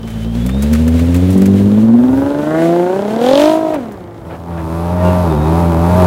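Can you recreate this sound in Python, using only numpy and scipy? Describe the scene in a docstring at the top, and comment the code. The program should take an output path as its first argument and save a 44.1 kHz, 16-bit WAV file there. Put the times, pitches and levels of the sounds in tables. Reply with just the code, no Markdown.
"""An open-air roadside, with distant traffic. A six-cylinder sports car creeps over cracking grit, turbo
whistling, revs hard as it pulls away, lifts off and pops. Its unequal firings ring the exhaust pipe,
throb once a cycle and tear the gas into roar and rasp. The scene fades into a second car that rolls up
close with faint squeaks; its alternating strong and weak firings make a short pipe buzz lumpily."""
import sys
import numpy as np
from scipy import signal
from scipy.fft import rfft, irfft, next_fast_len
from scipy.io import wavfile
from scipy.ndimage import uniform_filter1d, map_coordinates

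SR = 44100
rng = np.random.default_rng(int(sys.argv[2]) if len(sys.argv) > 2 else 0)


def transcribe(u):
    """Save the signal u as a 16-bit wav file named by the first command-line argument.

    u: samples, shape (n,) or (channels, n), limited to [-1, 1]; the rate is SR.
    q: integer samples, one column per channel.
    """
    v = np.clip(np.atleast_2d(u).T, -1, 1)
    q = np.round(v * 32767).astype(np.int16)
    wavfile.write(sys.argv[1], SR, q)


N = 267378
TIME_S = np.arange(N) / SR


def amp(db):
    return 10 ** (np.asarray(db) / 20)


def unit_rms(x):
    return x / np.sqrt(np.mean(x ** 2) + 1e-20)


def ramp(x, start, end):
    return np.clip((x - start) / (end - start), 0, 1)


def along(points, hz):
    """Interpolate (Hz, value) points on a log axis."""
    point_hz, values = np.transpose(points)
    return np.interp(np.log(hz + 1), np.log(point_hz + 1), values)


def curves(rows):
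    """Per-sample curve of each column after time, and a soft gate over the table's span."""
    times_s, *columns = np.transpose(rows)
    inside = (TIME_S >= times_s[0]) & (TIME_S <= times_s[-1])
    return [np.interp(TIME_S, times_s, c) for c in columns], uniform_filter1d(inside * 1., size=2000)


def wobble(rate_hz):
    """Smooth random curve."""
    return map_coordinates(rng.standard_normal(int(N * rate_hz / SR) + 4), [TIME_S * rate_hz])


def filtered(x, response):
    size = next_fast_len(N + SR // 2)
    return irfft(rfft(x, size) * response(np.fft.rfftfreq(size, 1 / SR)), size)[:N]


def coloured(x, spectrum):
    return unit_rms(filtered(x, lambda hz: amp(along(spectrum, hz))))


def noise(spectrum, beat=1):
    """Noise gated by a beat, then coloured; rms 1."""
    return coloured(beat * rng.standard_normal(N), spectrum)


def ring_pipe(blows, modes):
    """Pulses through pipe resonances, high-passed at the lowest; rms 1."""
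    def response(f):
        highpass = (1j * f / (modes[0][0] + 1j * f)) ** 2
        return highpass * sum((-1) ** k * amp(db) * 1j * f * width / (hz * hz - f * f + 1j * f * width)
                              for k, (hz, width, db) in enumerate(modes))
    return unit_rms(filtered(blows, response))


def pulses(turns, scatter_db):
    """One impulse of random size per whole turn."""
    at = np.flatnonzero(np.diff(np.floor(turns), prepend=np.floor(turns[0])))
    train = np.zeros(N)
    train[at] = amp(scatter_db * rng.standard_normal(4000)[:len(at)])
    return train


def orders(turns, multiples, levels_db, rough):
    """Sines on multiples of the firing rate, wavering in level and phase."""
    return sum(np.sqrt(2) * amp(db + 3.1 * rough * wobble(25))
               * np.sin(k * (2 * np.pi * turns + rough * wobble(30) / 4) + rng.uniform(0, 2 * np.pi))
               for k, db in zip(multiples, levels_db))


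# Exhaust pipe response, low orders: (frequency [Hz], gain [dB])
LOW_PIPE = [(55.0, -12), (85.0, -1), (110.0, -7), (137.0, -9), (165.0, -5.5), (195.0, 1.8), (235.0, 11),
            (275.0, 5), (310.0, 2), (360.0, 5.5), (440.0, -1.8), (520.0, 5), (660.0, 9), (850.0, 7),
            (1300.0, 5.5)]
# Brief dips of single orders: (time [s], order [-], gain [dB], half-length [s])
ORDER_DIPS = [(0.86, 4, -19, 0.32), (1.4, 1, -12, 0.057), (2.0, 4, -8.5, 0.21), (2.183, 1, -29, 0.112),
              (2.895, 1, -13, 0.073), (3.116, 2, -4, 0.055), (3.208, 1, -10.5, 0.18), (3.35, 4, -6, .2)]
# Once-a-cycle throb: (firing rate [Hz], depth [0-1])
THROB_DEPTH = [(100, 0.18), (148, 0.25), (165, 0), (185, 0.12), (225, 0.6), (320, 0.56)]
# Orders 1.5, 2.5, 3.5, 4.5: (level re exhaust [dB])
HALF_ORDERS_DB = [-13.5, -10.5, -15, -15.5]


def exhaust_tones(hz, level_db, turns, cycle):
    """Unequal firings throb in the pipe; under load the two banks growl on half orders."""
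    stab, far = ramp(TIME_S, 1.325, 1.365), ramp(TIME_S, 2.724, 2.81)  # throttle down; car draws off
    soft_db, hard_db, far_db = [7.5, 2.5, -3.5, -10], [8, 7.5, -5, -4.5], [2.5, -.5, 2, -5.5]
    low_db = [level_db + along(LOW_PIPE, k * hz) + soft + (hard - soft) * stab + shift * far
              for k, soft, hard, shift in zip((1, 2, 3, 4), soft_db, hard_db, far_db)]
    for at_s, order, db, half_s in ORDER_DIPS:
        low_db[round(order) - 1] += db * np.exp(-((TIME_S - at_s) / half_s) ** 2)
    depth = along(THROB_DEPTH, hz)
    swell = np.cos(2 * np.pi * (cycle - .2)) + .3 * np.cos(4 * np.pi * (cycle - .15))
    bunched = turns + .06 * depth * np.sin(2 * np.pi * (cycle - .2))  # firings crowd to the hard blow
    fundamental = (1 + .55 * depth * swell) * orders(bunched, [1], low_db, rough=.35)
    overtones = (1 + depth * swell) * orders(bunched, (2, 3, 4), low_db[1:], rough=.3)
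    halves = np.arange(1, 5) + .5
    growl_db = [level_db + db + along(LOW_PIPE, k * hz) for k, db in zip(halves, HALF_ORDERS_DB)]
    growl = stab * (1 - .6 * far) * orders(turns, halves, growl_db, rough=.6)
    return fundamental + overtones + growl


# Exhaust pipe response, upper orders: (frequency [Hz], gain [dB])
UPPER_PIPE = [(250, -3), (520, 4.5), (700, -11), (1200, -23), (2500, -31.5), (3300, -64)]
# Upper-order drive: (time [s], level re exhaust [dB])
SNARL_DRIVE = [(0, -44), (.7, -15), (1.6, -15.5), (2.4, 4.5), (2.55, 16), (2.75, 4.5), (3.02, -3),
               (3.4, -4), (3.75, 16.5), (4.3, 19)]


def exhaust_snarl(hz, level_db, turns, cycle):
    """Orders 5-13 burst with each cycle's hard blow."""
    (drive_db,), _ = curves(SNARL_DRIVE)
    multiples = range(5, 14)
    upper_db = [level_db + drive_db + along(UPPER_PIPE, k * hz) for k in multiples]
    burst = .5 + .98 * np.exp(-2.5 * (cycle % 1))
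    return burst * orders(turns, multiples, upper_db, rough=.3)


# Hard edge of each cylinder's blow: (weight [0-1])
CYLINDER_EDGE = [0.79, 0.54, 0.46, 0.22, 0.28, 0.25]
# Pipe resonances: (frequency [Hz], width [Hz], gain [dB])
EDGE_MODES = [(298, 70, 1), (549, 173, -2), (906, 114, -2.5), (1484, 156, -11.5), (1650, 240, -16)]
CYLINDERS = 6


def exhaust_edge(hz, level_db, cycle, lift):
    """Sharp blows ring the pipe, louder as the tailpipes swing toward the listener."""
    side_db, rear_db = -27, 2
    edge_db = level_db + side_db + (rear_db - side_db) * ramp(TIME_S, 1.53, 2.274) - 7 * lift
    firing = CYLINDERS * cycle
    blows = pulses(firing, scatter_db=1.2) * np.take(CYLINDER_EDGE, firing.astype(int) % CYLINDERS)
    return amp(edge_db) * ring_pipe(blows / np.sqrt(hz), EDGE_MODES)  # even power at any rate


# Tailpipe rasp: (frequency [Hz], density [dB])
RASP_SPECTRUM = [(1000, -17), (1800, -2), (2300, -6), (3200, 8), (8000, -13.5), (16000, -27)]


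def tailpipe_rasp(hz, cycle, ease, lift):
    """The hard blow tears the gas at the tailpipe, most while the revs climb fast."""
    lag_s = .12
    climb_hz_per_s = (hz - np.roll(hz, round(lag_s * SR))) / lag_s
    rasp_db = -50.5 + 25.5 * ramp(climb_hz_per_s, 114, 266) - 1.5 * ease - 7 * lift
    puff = np.exp(-22 * (cycle % 1))
    snap = coloured(pulses(cycle, scatter_db=2.5) / np.sqrt(hz), RASP_SPECTRUM)
    return amp(rasp_db) * (.85 * noise(RASP_SPECTRUM, .16 + puff) + .5 * snap)


# Gas roar: (frequency [Hz], density [dB])
ROAR_SPECTRUM = [(60, -30), (150, -4), (300, 0), (600, -5), (1200, -16), (3000, -36), (5000, -70)]


def gas_roar(hz, cycle, ease, lift):
    """Exhaust gas surges once a cycle and grows 6 dB per octave of revs."""
    roar_db = -28 + 6 * np.log2(hz / 100) - 6.5 * ease - 5 * lift
    return amp(roar_db) * noise(ROAR_SPECTRUM, 1.8 + np.exp(-3 * (cycle % 1)))


# Tyre and intake hiss: (time [s], level [dB])
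HISS_LEVEL = [(0, -48), (.7, -34.5), (1.4, -36.5), (2.3, -44), (2.63, -35), (3.02, -40.5), (3.4, -28),
              (3.7, -39), (3.95, -57), (4.5, -55)]
# Its colour: (frequency [Hz], density [dB])
HISS_SPECTRUM = [(800, -11), (1500, -2.5), (3500, -6), (5000, -13), (7100, -13.5), (16000, -21.5)]


def tyre_and_intake_hiss():
    """Flickering treble noise."""
    (hiss_db,), _ = curves(HISS_LEVEL)
    return amp(hiss_db + 2.07 * wobble(17)) * noise(HISS_SPECTRUM)


# Six-cylinder engine: (time [s], firing rate [Hz], exhaust level [dB])
SPORTS_REVS = [(0, 56.8, -30), (.2, 55.36, -21.5), (.41, 59.24, -16), (.73, 76.87, -18.5),
               (1.07, 84.74, -18.5), (1.34, 94.46, -16), (1.68, 101, -20), (1.93, 115.9, -23),
               (2.19, 136.2, -25), (2.43, 148.8, -28.5), (2.6, 163.8, -23), (2.87, 179.5, -25.5),
               (3.07, 208, -31.5), (3.19, 229.8, -28.5), (3.29, 257, -23.5), (3.39, 289.6, -23.5),
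               (3.5, 315.7, -26.5), (3.6, 320.8, -33.5), (3.74, 312.4, -33), (3.82, 238, -44.5),
               (4.0, 178.6, -49), (4.3, 161.7, -51)]


def sports_car():
    """Six firings a cycle, one hardest, drive every exhaust layer."""
    (hz, level_db), running = curves(SPORTS_REVS)
    _, noise_gate = curves(HISS_LEVEL)
    ease, lift = ramp(TIME_S, 3.44, 3.527), ramp(TIME_S, 3.76, 4.12)  # throttle eased, then released
    turns = np.cumsum(hz) / SR
    cycle = turns / CYLINDERS + .7  # hard blow at each whole number
    tones = exhaust_tones(hz, level_db, turns, cycle) + exhaust_snarl(hz, level_db, turns, cycle)
    edge = exhaust_edge(hz, level_db, cycle, lift)
    gas = tailpipe_rasp(hz, cycle, ease, lift) + gas_roar(hz, cycle, ease, lift)
    return running * (tones + edge) + noise_gate * (gas + tyre_and_intake_hiss())


# Turbo whistle: (time [s], pitch [Hz], level [dB])
TURBO_WHISTLE = [(0, 3060, -50), (.25, 3052, -47.5), (.45, 3430, -45.5), (.62, 3810, -40), (.72, 3990, -59)]


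def turbo():
    """A thin, breathy whistle climbs as the revs first rise."""
    (hz, db), gate = curves(TURBO_WHISTLE)
    level = gate * np.sqrt(2) * amp(db + 2.5 * wobble(40))
    return level * np.sin(2 * np.pi * np.cumsum(hz + 25 * wobble(150)) / SR)


# Traffic rumble: (time [s], level [dB])
TRAFFIC_LEVEL = [(0, -36), (2.2, -28.5), (2.7, -44), (4.2, -36.5), (6.06, -22.5)]


def traffic():
    """Distant traffic, a lumpy low rumble."""
    (db,), _ = curves(TRAFFIC_LEVEL)
    return amp(db + 2.24 * wobble(6)) * noise([(20, -42), (45, 4), (120, 16.5), (300, -32)])


# Stones under the tyres, plus the low crack of the lift-off pop at 3.74 s: (time [s], level [dB], crunch offset
# [dB])
STONES = [(0.0743, -35, 9), (0.102, -35.5, 3), (0.3506, -37, 4), (0.46, -25.5, -5), (0.4904, -30.5, 10),
          (0.622, -18.5, -2), (0.635, -37, -6), (0.725, -27, -13), (0.73, -24, 6.5), (0.7485, -29, 10.5),
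          (0.876, -23, 3.5), (0.9904, -28.5, 9), (1.1432, -23.5, 5), (1.1615, -27, -7), (1.3032, -24, -3),
          (1.3265, -25.5, -17), (1.3758, -27.5, -16), (1.4165, -25, 0), (1.4559, -24, 2),
          (3.74, -31.5, -14), (3.918, -40.5, -7)]


def grit():
    """Each stone cracks in a short ragged burst; tiny specks fall in between."""
    crack_level, crunch_level = np.zeros((2, N + SR))
    age_s, t60_s = np.arange(SR // 5) / SR, .06
    for at_s, db, crunch_db in STONES:
        ragged_db = 3.4 * rng.standard_normal(len(age_s) // 64 + 1).repeat(64)[:len(age_s)]
        burst = amp(db - 60 * age_s / t60_s + ragged_db) * (1 - np.exp(-age_s / .002))
        crack_level[round(at_s * SR):][:len(burst)] += burst
        crunch_level[round(at_s * SR):][:len(burst)] += amp(crunch_db) * burst
    crack = noise([(1500, -30), (3500, -4), (7500, 0), (16000, -4)])
    crunch = noise([(600, -30), (1200, 0), (2500, -4), (5000, -20), (8000, -50)])
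    (hiss_db,), gate = curves(HISS_LEVEL)
    ticks = (rng.random(N) < 150 / SR) * amp(4 * np.minimum(rng.exponential(size=N), 3))
    specks = signal.lfilter([1], [1, -.97], ticks) * amp(hiss_db - 22) * gate
    return (amp(-1) * crack_level[:N] + specks) * crack + amp(-3) * crunch_level[:N] * crunch


# Exhaust pops: (time [s], level [dB], hold [s])
POP_EVENTS = [(3.735, -22.5, 0.0249), (4.298, -31, 0.056), (4.466, -48, .02), (4.513, -38, 0.043),
              (4.57, -30, 0.039)]
# Their colour: (frequency [Hz], density [dB])
POP_SPECTRUM = [(150, -18), (500, -6.5), (1000, -10.5), (2500, -23.5), (6000, -47), (16000, -66)]


def exhaust_pops():
    """Unburnt gas pops: sharp start, short hold, quick release."""
    release_db_per_s = 900
    envelope = sum(amp(db - release_db_per_s * np.maximum(TIME_S - at_s - hold_s, 0))
                   * ramp(TIME_S, at_s, at_s + .0022) for at_s, db, hold_s in POP_EVENTS)
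    return envelope * amp(1.07 * wobble(90)) * noise(POP_SPECTRUM)


# Short pipe resonances: (frequency [Hz], width [Hz], gain [dB])
BUZZ_MODES = [(274, 185, 4.5), (393.7, 37.5, 10.5), (529, 58, -5.5), (808, 188, 1.5), (967, 107, 2),
              (1240, 314, -8.5), (1850, 1270, -23.5), (2640, 170, -25)]
# Reflections off road, fence and bank: (delay [s], gain [dB])
REFLECTIONS = [(.0043, -3.5), (.0078, 2.5), (0.017, 4.5)]


def pipe_buzz(turns):
    """Two chambers, one stronger, fire in turn into a short pipe; the blows echo."""
    blows = pulses(turns, scatter_db=1) * (1 + .3 * np.sign(turns % 2 - 1))
    echoes = sum(amp(db + 2.5 * wobble(15)) * np.roll(blows, round(delay_s * SR))
                 for delay_s, db in REFLECTIONS)
    return ring_pipe(blows + echoes, BUZZ_MODES)


# Second engine: (time [s], firing rate [Hz], exhaust level [dB])
LUMPY_REVS = [(4.25, 82.07, -35.5), (4.45, 84.96, -41.5), (4.5, 85.9, -32), (4.64, 80.13, -29),
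              (4.98, 89.27, -25), (5.06, 89.4, -20.5), (5.21, 89.72, -23.5), (5.36, 72.97, -20),
              (5.6, 86.66, -21), (5.75, 81.9, -21), (5.98, 91.2, -20), (6.06, 87.9, -16.5)]
# Orders 1, 2, 3, 4, 5, 7: (level re exhaust [dB])
LUMPY_ORDERS_DB = [0.1, 6, -2.5, -10.5, -5.5, 5]
# Silencer response: (frequency [Hz], gain [dB])
SILENCER_GAIN = [(70.0, -0.5), (95.0, 9.5), (140.0, -3.5), (190.0, 0.9), (220.0, 4.5), (270.0, -3),
                 (300.0, 7.5), (370.0, 3.5), (520.0, -16.3), (640.0, -3.5)]
# Low gas noise: (frequency [Hz], density [dB])
GRUMBLE_SPECTRUM = [(25, -42), (75, -36), (170, 0), (900, -8.5), (5000, -41), (9000, -100)]
# High gas noise: (frequency [Hz], density [dB])
FIZZ_SPECTRUM = [(1200, -62), (2600, -2.5), (3700, -1.5), (7000, -10.5), (11400, -4), (16000, -14)]


def lumpy_car():
    """Silencer tones, pipe buzz and puffs of gas noise grow as the car rolls up."""
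    (hz, level_db), running = curves(LUMPY_REVS)
    turns = np.cumsum(hz) / SR
    multiples = (1, 2, 3, 4, 5, 7)
    low_db = [level_db + db + along(SILENCER_GAIN, k * hz) for k, db in zip(multiples, LUMPY_ORDERS_DB)]
    tones = orders(turns, multiples, low_db, rough=.3)
    pulse_db = level_db + .35 * (hz - 85)
    jittered = turns + .009 * wobble(60)
    buzz = amp(pulse_db + 3) * pipe_buzz(jittered)
    puff = np.exp(-4 * (jittered % 1))
    grumble = amp(pulse_db - 1) * noise(GRUMBLE_SPECTRUM, 1.2 + puff)
    fizz_db = -36 + .94 * (pulse_db - pulse_db[-1]) + 1.8 * wobble(5.2)
    fizz = amp(fizz_db) * noise(FIZZ_SPECTRUM, 1.7 + puff)
    return running * (tones + buzz + grumble + fizz)


# Squeaks: (time [s], pitch [Hz], level [dB], half-length [s])
SQUEAK_EVENTS = [(5.03, 1850, -38, .03), (5.08, 2780, -41, .04), (5.326, 3650, -43, .03),
                 (5.43, 3730, -45, 0.061)]


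def squeaks():
    """Short, unsteady whistles as the second car rolls up."""
    return sum(np.sqrt(2) * amp(db + 3.5 * wobble(60)) * np.exp(-((TIME_S - at_s) / half_s) ** 2)
               * np.sin(2 * np.pi * hz * TIME_S + 1.2 * wobble(130))
               for at_s, hz, db, half_s in SQUEAK_EVENTS)


def scene():
    return (sports_car() + turbo() + traffic() + grit() + exhaust_pops() + lumpy_car() + squeaks())[None]


def record(dry):
    """The phone microphone rounds off the highest peaks and limits the band."""
    ceiling, top_hz = .95, 15830
    rounded = dry[0] / (1 + np.abs(dry[0] / ceiling) ** 6) ** (1 / 6)
    return filtered(rounded, lambda hz: hz < top_hz)[None]


dry = scene()
out = record(dry)
transcribe(out)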